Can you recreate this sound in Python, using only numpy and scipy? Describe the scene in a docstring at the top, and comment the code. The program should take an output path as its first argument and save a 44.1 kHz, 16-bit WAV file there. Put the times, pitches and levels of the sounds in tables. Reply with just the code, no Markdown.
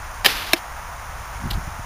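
"""An open field: wind hisses in far trees and rumbles on a small camera's microphone. An archer shoots at
a thrown disc: the string lets go and slaps the bow, the bushy fletching hisses away, and the arrow
cracks into the disc, its feathers shaking once. The camera's coarse recorder overloads on both cracks.
A second later a gust buffets the microphone and the bow is lowered with a short rustle."""
import sys
import numpy as np
from scipy import signal
from scipy.fft import rfft, irfft, next_fast_len
from scipy.io import wavfile
from scipy.ndimage import uniform_filter1d, map_coordinates

SR = 44100
rng = np.random.default_rng(int(sys.argv[2]) if len(sys.argv) > 2 else 0)


def master(y):
    """Save y as 16-bit WAV."""
    cut = np.clip(np.atleast_2d(y).T, -1, 1)
    pcm = np.round(cut * 32767)  # scale
    wavfile.write(sys.argv[1], SR, pcm.astype(np.int16))


N = 81585
HIT_S = 0.5331  # the arrow meets the disc
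BLOW_S = .15  # room for the tail of one blow


def undb(db):
    """Decibels to gain."""
    return 10 ** (np.asarray(db) / 20)


def clock(length=N):
    """Time of every sample in seconds."""
    return np.arange(length) / SR


def add(track, start_s, sound):
    """Mix a short sound into a track."""
    i = int(start_s * SR)
    track[i:i + len(sound)] += sound


def fade(age, t60):
    """Exponential decay from age 0, silent before."""
    return (age >= 0) * np.exp(-np.log(1000) * np.maximum(age, 0) / t60)


def eq_curve(colour, size):
    """FFT bin frequencies and their gains along a curve of (frequency [Hz], level [dB]) points."""
    hz, db = np.array(colour).T
    freqs = np.maximum(np.arange(size // 2 + 1) * SR / size, 1)
    return freqs, undb(np.interp(np.log(freqs), np.log(hz), db))


def noise(colour, top_hz=8000):
    """Coloured noise of rms 1."""
    size = next_fast_len(N, True)
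    freqs, gain = eq_curve(colour, size)
    coloured = irfft(rfft(rng.standard_normal(size)) * gain * (freqs < top_hz), size)[:N]
    return coloured / coloured.std()


def walk(rate_hz):
    """Smooth random wander with a spread of 1."""
    width = max(int(SR / rate_hz), 1)
    drift = uniform_filter1d(rng.standard_normal(N), width, mode="wrap")
    drift = uniform_filter1d(drift, width, mode="wrap")
    return (drift - drift.mean()) / drift.std()


def ring(modes):
    """Damped modes struck together; neighbours swing in opposite directions."""
    age = clock(int(BLOW_S * SR))
    return sum((-1) ** k * undb(db) * fade(age, t60) * np.sin(2 * np.pi * hz * age)
               for k, (hz, db, t60) in enumerate(modes))


def click(colour, size=2048):
    """A coloured click of peak 1, minimum-phase for a hard attack."""
    _, gain = eq_curve(colour, size)
    cepstrum = irfft(np.log(gain))
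    causal = np.r_[cepstrum[0], 2 * cepstrum[1:size // 2]]
    pulse = irfft(np.exp(rfft(causal, size)))
    return pulse / np.abs(pulse).max()


def crack(pulse, snap_db, crackle_db, t60, spread_db=4.5):
    """One sharp snap followed by a dying crackle of tiny uneven clicks."""
    age = clock(int(BLOW_S * SR))
    snap = undb(snap_db) * (age == 0)
    grains = rng.standard_normal(len(age)) * undb(spread_db * rng.standard_normal(len(age)))
    crackle = undb(crackle_db) * fade(age, t60) * grains / grains.std() / np.linalg.norm(pulse)
    return signal.fftconvolve(snap + crackle, pulse)[:len(age)]


def trees():
    """The bed: air hisses steadily through the tree line, barely swelling."""
    # colour of the far trees and microphone hiss: (frequency [Hz], level [dB])
    colour = [(150, -14.5), (300, -17), (450, -13.5), (650, -3), (950, 1.5), (1400, -2), (2000, -7),
              (3000, -16), (4300, -21), (6500, -13), (7800, -21)]
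    return undb(-35 + 0.25 * walk(rate_hz=2.8)) * noise(colour)


def microphone_wind():
    """Wind rumbles on the microphone; one gust breaks into short, brighter buffets."""
    # colour of the rumble: (frequency [Hz], level [dB])
    rumble_colour = [(12, -11.5), (25, -2.5), (42, -1.5), (70, -4), (110, -11), (170, -21), (300, -35.5),
                     (600, -60)]
    # rise and fall of the rumble: (time [s], level [dB])
    rumble_ride = [(0, -35), (.4, -39.5), (.58, -44), (.75, -37), (1.0, -36.5), (1.12, -34), (1.3, -37.5),
                   (1.46, -28.5), (1.5, -30.5), (1.56, -25), (1.64, -33), (1.85, -34.5)]
    # colour of a buffet: (frequency [Hz], level [dB])
    buffet_colour = [(30, -15), (70, -0.5), (150, -1), (250, -11), (380, -19.5), (600, -52), (1500, -70)]
    # buffets in the gust: (time [s], level [dB], half-length [s])
    buffets = [(1.423, -38, .03), (1.457, -24.5, 0.02), (1.489, -36, .008), (1.514, -25.5, 0.0086),
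               (1.553, -29.5, .008), (1.576, -25, 0.0072), (1.586, -29, 0.011), (1.632, -31, 0.007),
               (1.681, -27, .008), (1.796, -34, .007)]
    t = clock()
    rumble = undb(np.interp(t, *np.array(rumble_ride).T)) * noise(rumble_colour)
    gust = sum(undb(db) * np.exp(-((t - peak_s) / half_s) ** 2) for peak_s, db, half_s in buffets)
    return rumble + gust * noise(buffet_colour)


def rustles():
    """Brief dry scuffs as the archer lowers the bow."""
    # scuffs: (peak time [s], level [dB], attack [s], t60 [s])
    scuffs = [(1.504, -31, .0005, .06), (1.509, -24.5, .0005, .028), (1.513, -31, .001, 0.024),
              (1.534, -35, .002, 0.029), (1.541, -39, .003, .04)]
    # colour of a scuff: (frequency [Hz], level [dB])
    colour = [(300, -17), (1500, -10), (2600, -5.5), (3200, 3.5), (4800, 0), (6200, -19), (7800, -16)]
    t, envelope = clock(), np.zeros(N)
    for peak_s, db, attack, t60 in scuffs:
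        rise = np.exp(np.minimum(t - peak_s, 0) / attack)
        envelope += undb(db) * rise * fade(np.maximum(t - peak_s, 0), t60)
    return envelope * noise(colour)


def fletching():
    """The feathers flutter and hiss into the distance until the disc stops the arrow, then shake once."""
    # colour of air through the feathers: (frequency [Hz], level [dB])
    colour = [(100, -6.5), (350, -5.5), (500, -7.5), (950, -3), (1800, 0), (3400, 0.5), (4800, -3),
              (6200, -8.5), (7800, -19)]
    launch_s, speed_m_s, start_m = .262, 45, 2
    shake_s, shake_half_s = .576, .015
    t = clock()
    distance = start_m + speed_m_s * np.maximum(t - launch_s, 0)
    flight = (t > launch_s) * fade(np.maximum(t - HIT_S, 0), t60=.11) * start_m / distance
    shake = np.exp(-((t - shake_s) / shake_half_s) ** 4)
    flutter = undb(1.2 * walk(rate_hz=90))
    return (undb(-17) * flight + undb(-34) * shake) * flutter * noise(colour)


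def bow():
    """The string slips free, then slaps home and rattles; every contact cracks and rings the bow."""
    # string on bow: (time [s], ring [dB], snap [dB], crackle [dB], crackle t60 [s])
    contacts = [(0.2466, -12, -4, -13.5, 0.074), (0.2516, -16, -10, -14, 0.036),
                (0.2577, -29, -6, -15, 0.02), (0.2583, -7, -7.5, -9.5, 0.0087),
                (0.2611, 0.5, 4.5, -1, 0.015), (0.2634, -8.5, -5.5, -19, 0.0056),
                (0.271, -20, -9, -24, 0.039)]
    # resonances of the bow: (frequency [Hz], level [dB], t60 [s])
    modes = [(317, -27, 0.081), (387, -32, 0.088), (527, -19.5, 0.029), (788, -17.5, .035),
             (1026, -27, 0.027), (1646, -12, 0.031), (1930, -13, 0.032), (2200, -15, 0.026),
             (2470, -17, .022), (2870, -4.5, 0.013), (3114, -7, 0.027), (3510, -18, 0.027),
             (3960, -12, 0.017), (4600, -10.5, .024), (4890, -6.5, 0.029)]
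    # colour of the string's slap: (frequency [Hz], level [dB])
    colour = [(50, -36), (180, -16), (320, -6.5), (550, -1), (950, -3), (1300, -1.5), (2800, 2),
              (4100, -1.5), (5200, -2.5), (6500, -12.5), (7800, -19)]
    track, pulse, body = np.zeros(N), click(colour), ring(modes)
    for start_s, ring_db, snap_db, crackle_db, t60 in contacts:
        add(track, start_s, undb(ring_db) * body + crack(pulse, snap_db, crackle_db, t60))
    return track


def disc_hit():
    """The point punches into the disc: a sharp crack over a short hollow knock."""
    # resonances of the disc: (frequency [Hz], level [dB], t60 [s])
    modes = [(195, -24, 0.054), (295, -16.5, 0.059), (344, -12, 0.069), (648, -14, 0.049), (757, -15, .04),
             (984, -19.5, 0.048), (1116, -23, .04), (1655, -7, 0.023), (2110, -7.5, 0.023),
             (2325, -4.5, 0.025), (2635, -3.5, 0.024), (3720, -4.5, 0.022), (4270, -5.5, 0.019),
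             (5340, -6.5, 0.026), (5720, -22.5, 0.015)]
    # colour of the arrow's crack: (frequency [Hz], level [dB])
    colour = [(60, -47), (130, -16), (300, -3.5), (900, 1), (1400, -3.5), (2500, -2), (5000, 0), (6200, -6),
              (7800, -12)]
    knock = undb(-1) * ring(modes)
    punch = crack(click(colour), snap_db=5, crackle_db=-10, t60=0.031)
    track = np.zeros(N)
    add(track, HIT_S, knock + punch)
    low_cut = signal.butter(2, 150, "high", fs=SR, output="sos")  # a small disc radiates little bass
    return signal.sosfilt(low_cut, track + 1e-18)


def scene():
    """Shot, flight, hit and rustle over the wind, in mono and dry in the open field."""
    return (bow() + fletching() + disc_hit() + rustles() + trees() + microphone_wind())[None]


def record(dry):
    """The camera samples slowly, clips and holds each sample, mirroring the sound into the high treble."""
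    rate_hz, guard_hz, top_hz, ceiling = 16000, 7600, 15400, 0.9
    alias_guard = signal.ellip(8, .2, 60, guard_hz, fs=SR, output="sos")
    high_cut = signal.ellip(8, .1, 50, top_hz, fs=SR, output="sos")
    guarded = signal.sosfilt(alias_guard, dry[0])
    positions = np.arange(N * rate_hz // SR + 1) * SR / rate_hz
    samples = map_coordinates(guarded, [positions], mode="nearest")
    clipped = np.clip(samples, -ceiling, ceiling)
    held = clipped[np.arange(N) * rate_hz // SR]
    return signal.sosfiltfilt(high_cut, held)[None]


dry = scene()
out = record(dry)
master(out)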